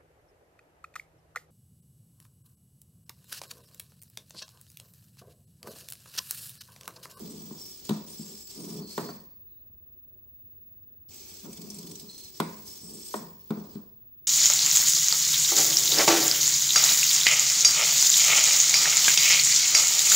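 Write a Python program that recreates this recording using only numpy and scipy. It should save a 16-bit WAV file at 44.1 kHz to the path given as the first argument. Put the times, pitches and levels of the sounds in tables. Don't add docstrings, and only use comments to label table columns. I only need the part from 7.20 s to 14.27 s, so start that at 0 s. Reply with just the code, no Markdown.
import sys
import numpy as np
from scipy import signal
from scipy.fft import rfft, irfft, next_fast_len
from scipy.io import wavfile
from scipy.ndimage import uniform_filter1d, map_coordinates

SR = 44100
rng = np.random.default_rng(int(sys.argv[2]) if len(sys.argv) > 2 else 0)


def int16_out(signal):
    q = np.round(np.clip(np.atleast_2d(signal).T, -1, 1) * 32767)
    wavfile.write(sys.argv[1], SR, q.astype(np.int16))


N = 311787
TIME = np.arange(N) / SR


def from_db(db):
    return np.exp(np.asarray(db) * (np.log(10) / 20))


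def rms_one(x):
    return x / np.sqrt(np.mean(x ** 2) + 1e-20)


def at_hz(points, hz, axis=1):
    table = np.array(points)
    return np.interp(np.log(np.maximum(hz, 1)), np.log(table[:, 0]), table[:, axis])


def drift(rate_hz, size=N):
    knots = np.clip(rng.standard_normal(N // 32), -2, 2)
    coarse_s = TIME[:size:16]
    curve = map_coordinates(knots, [coarse_s * rate_hz], order=3, mode="wrap")
    return np.interp(TIME[:size], coarse_s, rms_one(curve))


def add(track, start_s, sound):
    start = max(round(start_s * SR), 0)
    track[:, start:start + sound.shape[-1]] += sound[..., :N - start]


# frequency in Hz, left-right correlation (limited where it is read).
LIKENESS = [(30, .9), (250, 0.87), (600, 0.47), (2000, 0.38), (4300, 0.44), (5400, -0.074), (7500, 1),
            (10000, -1.96), (13500, 1), (15500, -.3)]


def likeness(hz):
    return np.clip(at_hz(LIKENESS, hz), -.98, .98)


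def coloured(pair, spectrum):
    length = pair.shape[-1]
    size = next_fast_len(length, real=True)
    hz = np.fft.rfftfreq(size, 1 / SR) + 1
    low_hz, high_hz = spectrum[0][0], spectrum[-1][0]
    skirts = 1 / np.sqrt((1 + (low_hz / hz) ** 8) * (1 + (hz / high_hz) ** 8))
    mid, side = rfft(pair, size) * from_db(at_hz(spectrum, hz)) * skirts
    alike = likeness(hz)
    sides = np.sqrt(1 + alike) * mid + np.sqrt(1 - alike) * side * [[1], [-1]]
    return rms_one(irfft(sides, size)[:, :length])


def grains(per_s, spread_db):
    sizes = from_db(spread_db * np.minimum(rng.exponential(1, N), 4))
    signed = sizes * rng.choice([-1, 1], N)
    return rms_one(signed * (rng.random(N) < per_s / SR))


def rattled(clicks, t60_s):
    t = TIME[:SR // 8]
    shell = rng.standard_normal((2, len(t))) * from_db(-60 * t / t60_s)
    return rms_one(signal.fftconvolve(clicks[None], shell)[:, :N])


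def snap(spectrum, t60_s):
    t = TIME[:SR // 8]
    return coloured(rng.standard_normal((2, len(t))), spectrum) * from_db(-60 * t / t60_s)


def strokes(rows, attack_s, fall_db_per_s):
    t, power = TIME[::32], 0
    for start_s, end_s, start_db, end_db in rows:
        fall_db = fall_db_per_s * np.maximum(t - end_s, 0)
        db = np.interp(t, [start_s, end_s], [start_db, end_db]) - fall_db
        rise = np.clip((t - start_s) / attack_s, 0, 1)
        power = power + (rise * from_db(db)) ** 2
    return np.interp(TIME, t, power)


# frequency in Hz, relative level in dB per Hz.
AIR_COLOUR = [(13, -47.5), (22, -14), (86, 0), (153, -11.5), (301, -14.5), (325, -20.5), (368, -13),
              (524, -27), (609, -16.5), (727, -33.5), (1230, -32), (1510, -35.5), (2040, -39),
              (9000, -48.5), (11700, -89.5), (19800, -120)]


def room_air(level_db=-63):
    return from_db(level_db) * coloured(rng.standard_normal((2, N)), AIR_COLOUR)


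# frequency in Hz, level in dB, phase between the sides in radians.
WHINE = [(15612, -57, 1.8), (15631, -49.5, 2.1)]
DRIVE_HZ, DRIVE_DB, DRIVE_APART_RAD = 15570, -55.5, 1.8


def whine(effort, wander_hz=1.5, strain_hz=24.0, waver_db=0.9, shake_db=2.0, moving_db=-60):
    moving = np.clip(effort / from_db(moving_db), 0, 1)
    voices = [(hz, from_db(db), apart_rad) for hz, db, apart_rad in WHINE]
    voices.append((DRIVE_HZ, from_db(DRIVE_DB) * moving, DRIVE_APART_RAD))
    out = np.zeros((2, N))
    for hz, gain, apart_rad in voices:
        pitch_hz = hz + wander_hz * drift(8) + strain_hz * moving * drift(400)
        phase = 2 * np.pi * np.cumsum(pitch_hz) / SR
        unsteady = from_db(waver_db * drift(5) + shake_db * moving * drift(250))
        out += gain * unsteady * np.sin(phase + np.array([[apart_rad], [0]]))
    return out


# start in seconds, end in seconds, relative rasp at the start in dB,
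# relative rasp at the end in dB, upper treble against the lower in dB.
MOVES = [(-0.03, 0.35, -47.5, -50, -2.5), (0.365, 0.523, -48.5, -47.5, 1.5), (0.553, 0.625, -51, -48, -12),
         (0.627, 0.76, -46.5, -44.5, -6), (0.853, 1.228, -45.5, -49.5, -1), (1.27, 1.561, -46.5, -46, -1),
         (1.665, 1.856, -43, -45, -2), (3.881, 4.174, -48, -45.5, -2.5), (4.192, 4.822, -53, -48.5, 0),
         (4.867, 5.07, -49.5, -47, -2), (5.118, 5.42, -48.5, -52, -1), (5.435, 5.564, -47, -46.5, 1.5),
         (5.588, 5.953, -53, -43.5, 1), (6.1, 6.298, -67, -58, -13), (6.275, 6.485, -54, -56, -12),
         (6.498, 6.554, -50.5, -58, -6)]
SPIN_UP_S = 0.032
COAST_DB_PER_S, TREBLE_COAST_DB_PER_S = 104.5, 126.5


def motion():
    rasp = [move[:4] for move in MOVES]
    treble = [(start_s, end_s, start_db + bright_db, end_db + bright_db)
              for start_s, end_s, start_db, end_db, bright_db in MOVES]
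    rasp_power = strokes(rasp, SPIN_UP_S, COAST_DB_PER_S)
    treble_power = strokes(treble, SPIN_UP_S, TREBLE_COAST_DB_PER_S)
    return np.sqrt(rasp_power), np.sqrt(treble_power)


# frequency in Hz, width in Hz, relative level in dB.
CASE = [(3436, 180, -6.5), (4040, 130, -8.5), (4400, 90, -6), (4717, 100, -2), (5050, 170, -0.5),
        (5514, 170, 2), (5980, 110, 0.5), (6450, 50, -3.5), (6940, 240, -4.5), (7530, 200, -5),
        (8056, 200, 4), (8600, 110, 4), (8900, 77, -1), (10890, 220, -11), (11334, 300, 3),
        (12100, 570, -1), (14100, 470, -2)]


def case_ring(drive, shift_db, shift_rate_hz):
    out = 0
    for hz, width_hz, db in CASE:
        r = np.exp(-np.pi * width_hz / SR)
        poles = [1, -2 * r * np.cos(2 * np.pi * hz / SR), r * r]
        ringing = signal.lfilter([1, 0, -1], poles, drive * from_db(shift_db * drift(shift_rate_hz)))
        alike = likeness(hz)
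        weights = np.sqrt([[1 + alike], [1 - alike]])
        out = out + ringing * (from_db(db) * weights / ringing.std())
    mid, side = out
    return rms_one(np.array([mid + side, mid - side]))


# frequency in Hz, relative level in dB per Hz.
GEAR_COLOUR = [(300, -11), (900, -14.5), (1700, -16), (2300, -10.5), (2700, -9.5), (3500, -6), (4400, -3.5),
               (5300, 0), (6600, -2), (8000, -1.5), (9300, -6), (11000, -7), (14000, -5), (16000, -9)]


def gears(effort, treble, rasp_db=-5.0, ring_db=-6.0, split_hz=6300,
          turn_hz=20.0, turn_db=1.0, flutter_db=1.2, mesh_hz=240, mesh_depth=0.15):
    wheel = np.sin(2 * np.pi * np.cumsum(turn_hz * (1 + 0.062 * drift(3.8))) / SR)
    motor = np.sin(2 * np.pi * np.cumsum(mesh_hz * (1 + .2 * drift(5.4))) / SR)
    force = from_db(turn_db * wheel + flutter_db * drift(130)) * (1 + mesh_depth * motor)
    teeth = force * np.array([grains(per_s=5000, spread_db=-1.0) for side in range(2)])
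    rasp = from_db(rasp_db) * coloured(teeth, GEAR_COLOUR)
    rasp = rasp + from_db(ring_db) * case_ring(teeth, shift_db=5.0, shift_rate_hz=45.0)
    top = signal.sosfiltfilt(signal.butter(2, split_hz, "high", fs=SR, output="sos"), rasp)
    return effort * (rasp - top) + treble * top


# start in seconds, end in seconds, rumble at the start in dB, rumble at the end in dB.
SWINGS = [(-0.03, 0.34, -41.5, -50), (0.997, 1.142, -51, -50), (1.353, 1.62, -45, -38),
          (4.227, 4.29, -44, -44), (4.37, 4.733, -45.5, -46.5), (4.808, 4.865, -48, -50),
          (5.608, 5.782, -50.5, -49), (6.555, 6.62, -42, -50.5)]
SHAKE_UP_S, SETTLE_DB_PER_S = 0.027, 202.5
SWING_SCRAPE_DB = -18
ROCK_RUMBLE_DB, ROCK_SCRAPE_DB = -8.5, -17.5
ROCK_UP_S, ROCK_DB_PER_S = 0.05, 105
HUM_DB = -13.5
# frequency in Hz, relative level in dB per Hz.
RUMBLE_COLOUR = [(115, -23), (145, -8), (166, 2.5), (187, -7), (208, 5), (235, -7), (270, -10.5), (300, -8),
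                 (360, -12), (415, -7), (470, -16), (520, -29), (620, -31)]
SCRAPE_COLOUR = [(310, -31), (520, -8), (595, -10.5), (699, -7.5), (772, -18), (985, -8), (1150, -13),
                 (1800, -27.5), (2340, -47.5), (3960, -120)]
HUM_COLOUR = [(140, -6.5), (200, -2), (270, -5.5), (380, 2), (470, -9.5), (600, -15.5), (1000, -17.5),
              (1700, -24)]


def shudder(effort, even_s=0.051):
    swinging = strokes(SWINGS, SHAKE_UP_S, SETTLE_DB_PER_S)
    landings = [(s, s, knock_db, knock_db) for s, _, knock_db, *_ in STEPS]
    rocking = strokes(landings, ROCK_UP_S, ROCK_DB_PER_S)
    rumble = swinging + rocking * from_db(ROCK_RUMBLE_DB) ** 2
    scrape = swinging * from_db(SWING_SCRAPE_DB) ** 2 + rocking * from_db(ROCK_SCRAPE_DB) ** 2
    hum = (effort * from_db(HUM_DB)) ** 2
    slips = rattled(grains(per_s=700, spread_db=0.5), t60_s=0.0039)
    out = 0
    for colour, power in ((RUMBLE_COLOUR, rumble), (SCRAPE_COLOUR, scrape), (HUM_COLOUR, hum)):
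        patter = coloured(slips + rng.standard_normal((2, N)), colour)
        local_power = uniform_filter1d(np.mean(patter ** 2, axis=0), int(even_s * SR) + 1)
        out = out + patter * np.sqrt(power / local_power)
    return out


# time in seconds, thump in dB, knock in dB, clack in dB, crack in dB,
# pitch of the leg's clack in Hz, rattle of the frame in dB.
STEPS = [(0.309, -37.5, -39.5, -45, -65, 950, -58), (0.692, -27.5, -26.5, -32.5, -26, 1100, -38),
         (0.707, -20, -35, -32, -39, 1000, -42.5), (0.994, -33.5, -48.5, -68, -62, 1000, -70),
         (1.7779, -33, -24, -22.5, -30, 1300, -29.5), (1.889, -44, -38, -34, -57, 750, -42),
         (4.252, -53, -38.5, -49, -55, 1000, -52), (5.2005, -26, -25.5, -18, -20, 1010, -27),
         (5.940, -43.5, -26.5, -20.5, -34, 1030, -35), (6.305, -23, -28.5, -36.5, -37, 1300, -36.5),
         (6.372, -37.5, -33, -49, -55, 1100, -52), (6.554, -33, -42, -52, -51, 807, -58.5)]
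# frequency in Hz, relative level in dB, t60 in seconds.
BOARD = [(166.5, -2, 0.17), (209.9, 1, 0.19), (245.4, -3.5, 0.078), (293.3, -8.5, 0.19), (335.3, -5, 0.13),
         (379.8, -1.5, 0.081), (419.5, -2.5, 0.063), (458.5, -10.5, 0.098), (595, -8, 0.05),
         (701, -9, 0.029), (887, -8, 0.033), (951, -2.5, 0.031), (1084, 0, 0.027), (1210, -11, 0.027),
         (1459, -10.5, 0.028), (1485, -13.5, 0.033), (1857, -8.5, 0.027)]
CLACK_PHASE_RAD = 0.6


def footfalls(thump_hz=220, knock_hz=420, above_db=-9.0, rise_s=0.0011,
              low_pan_db=1.3, high_pan_db=0.5, low_cut_hz=135):
    out, t = np.zeros((2, N)), TIME[:SR // 2]
    hz, mode_db, t60_s = np.transpose(BOARD)[:, :, None]
    sides = np.array([1, -1])[:, None, None]
    signs = -(-1) ** (np.arange(len(BOARD))[:, None] // 2)
    for s, thump_db, knock_db, clack_db, _, clack_hz, _ in STEPS:
        anchors = np.log([thump_hz, knock_hz, clack_hz, 2 * clack_hz])
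        pan = from_db(sides * np.interp(np.log(hz), anchors, [low_pan_db, 0, high_pan_db, 0]))
        blow_db = np.interp(np.log(hz), anchors, [thump_db, knock_db, clack_db, clack_db + above_db])
        strength = from_db(blow_db + mode_db)
        phase = 2 * np.pi * hz * t + sides * CLACK_PHASE_RAD * np.minimum(hz / clack_hz, 1)
        modes = signs * strength * pan * from_db(-60 * t / t60_s) * np.sin(phase)
        add(out, s, modes.sum(axis=1) * (1 - np.exp(-t / rise_s)))
    return signal.sosfilt(signal.butter(3, low_cut_hz, "high", fs=SR, output="sos"), out)


# frequency in Hz, relative level in dB per Hz.
CRACK_COLOUR = [(1200, -10), (2000, -3.5), (2700, -3), (3500, 4.5), (4300, 1.5), (5500, -8), (8000, -4),
                (12000, -1.5), (16000, -10)]
RATTLE_COLOUR = [(300, -2.5), (450, 0), (540, -1), (660, 3.5), (800, -2.5), (950, 0), (1150, -3),
                 (1350, -1.5), (1700, -15), (2400, -15)]


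def clatter(crack_t60_s=0.027, rattle_t60_s=.13, rise_s=0.00077):
    out = np.zeros((2, N))
    for s, *_, crack_db, _, rattle_db in STEPS:
        crack = from_db(crack_db) * snap(CRACK_COLOUR, crack_t60_s)
        rattle = from_db(rattle_db) * snap(RATTLE_COLOUR, rattle_t60_s)
        burst = crack + rattle
        add(out, s, burst * (1 - np.exp(-TIME[:burst.shape[-1]] / rise_s)))
    return out


# start in seconds,
# end in seconds, pitch in Hz, pitch scatter in Hz, level in dB before the common trim.
SQUEALS = [(0.38, 0.55, 5390, 129, -49.5), (0.872, 0.965, 8800, 160, -51), (0.952, 1.53, 5190, 83, -56),
           (0.976, 1.348, 7600, 200, -53), (1.356, 1.55, 8800, 220, -53),
           (1.612, 1.916, 4445, 160.7, -51.5), (1.90, 2.165, 4550, 110.4, -78),
           (2.269, 2.41, 3950, 101, -81.5), (3.909, 4.608, 2428, 200.7, -67.5),
           (3.909, 4.216, 6030, 235, -59.5), (4.518, 4.817, 5200, 158, -63.5),
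           (4.888, 5.082, 4150, 98, -52), (4.93, 5.077, 6030, 76, -61), (5.46, 6.00, 5360, 199.4, -55),
           (5.62, 6.002, 8180, 305, -50), (6.672, 7.051, 3370, 25.05, -91)]


def squeals(trim_db=-1.0, edge_s=0.0247, uneven_db=3, burst_hz=110.0, scatter_rate_hz=260.0, count=3):
    out = np.zeros((2, N))
    for start_s, end_s, hz, scatter_hz, db in SQUEALS:
        size = int((end_s - start_s + edge_s) * SR)
        t = TIME[:size]
        gate = np.clip(np.minimum(t, t[::-1]) / edge_s, 0, 1)
        pitches_hz = [hz + scatter_hz * drift(scatter_rate_hz, size) for tone in range(count)]
        phases = 2 * np.pi * np.cumsum(pitches_hz, axis=1) / SR
        bursts = from_db(uneven_db * drift(burst_hz, size))
        apart_rad = np.arccos(np.clip(at_hz(LIKENESS, hz), -1, 1)) + .5 * drift(20, size)
        tones = np.sin([phases + apart_rad, phases]).sum(axis=1)
        add(out, start_s - edge_s / 2, from_db(db + trim_db) * gate * rms_one(bursts * tones))
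    return out


# first tick in seconds, last tick in seconds, spacing in seconds, level in dB.
TICK_RUNS = [(0.650, 0.670, 0.02, -42), (0.982, 1.272, 0.048, -45), (1.503, 1.564, 0.061, -44),
             (4.330, 4.417, 0.043, -39), (4.502, 4.797, 0.042, -41), (4.980, 5.046, 0.066, -41)]
OFFBEAT_TICK_DB, TICK_SCATTER_DB = -2.0, 1.0


def ticks(grit_db=-7.5, t60_s=0.053, rise_s=0.0011):
    swell, t = np.zeros((1, N)), TIME[:SR // 4]
    shape = from_db(-60 * t / t60_s) * (1 - np.exp(-t / rise_s))
    shape = shape / shape.max()
    for first_s, last_s, spacing_s, db in TICK_RUNS:
        count = round((last_s - first_s) / spacing_s) + 1
        for k, s in enumerate(np.linspace(first_s, last_s, count)):
            tick_db = db + OFFBEAT_TICK_DB * (k % 2) + TICK_SCATTER_DB * rng.standard_normal()
            add(swell, s - rise_s, from_db(tick_db) * shape)
    teeth = rng.standard_normal((2, N))
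    ringing = case_ring(teeth, shift_db=9.0, shift_rate_hz=20.0)
    grit = from_db(grit_db) * coloured(teeth, GEAR_COLOUR)
    return swell[0] * rms_one(ringing + grit)


# frequency in Hz, t60 in seconds, echo level in dB.
ROOM = [(150.3, .45, -10.5), (347.5, .5, -5), (798, .55, -5), (1800, 0.58, 0), (4330, 0.4, -2.5),
        (11900, 0.24, -16.5)]


def room(x, first_s=0.0036):
    t = TIME[:SR]
    edges_hz = 90 * 2 ** np.arange(0, 8.1, 1)
    wash = coloured(rng.standard_normal((2, SR)), [(20, 0), (22000, 0)])
    build_up = np.clip(t / first_s - 1, 0, 1)
    response = 0
    for low_hz, high_hz in zip(edges_hz, np.minimum(edges_hz[1:], .45 * SR)):
        band_filter = signal.butter(2, [low_hz, high_hz], "band", fs=SR, output="sos")
        band = signal.sosfilt(band_filter, wash)
        centre_hz = np.sqrt(low_hz * high_hz)
        decay = from_db(-60 * t / at_hz(ROOM, centre_hz)) * build_up
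        gain = from_db(at_hz(ROOM, centre_hz, axis=2))
        response = response + gain * band * decay / np.sqrt(np.sum(decay ** 2))
    return signal.fftconvolve(x, response, axes=1)[:, :N]


def scene():
    effort, treble = motion()
    servos = gears(effort, treble) + shudder(effort) + squeals() + ticks()
    steps = footfalls() + clatter()
    echoes = room(steps + from_db(-3.5) * servos)
    return room_air() + whine(effort) + servos + steps + echoes


def record(dry, cutoff_hz=16100):
    return signal.sosfilt(signal.ellip(12, .1, 90, cutoff_hz, fs=SR, output="sos"), dry)


dry = scene()
out = record(dry)
int16_out(out)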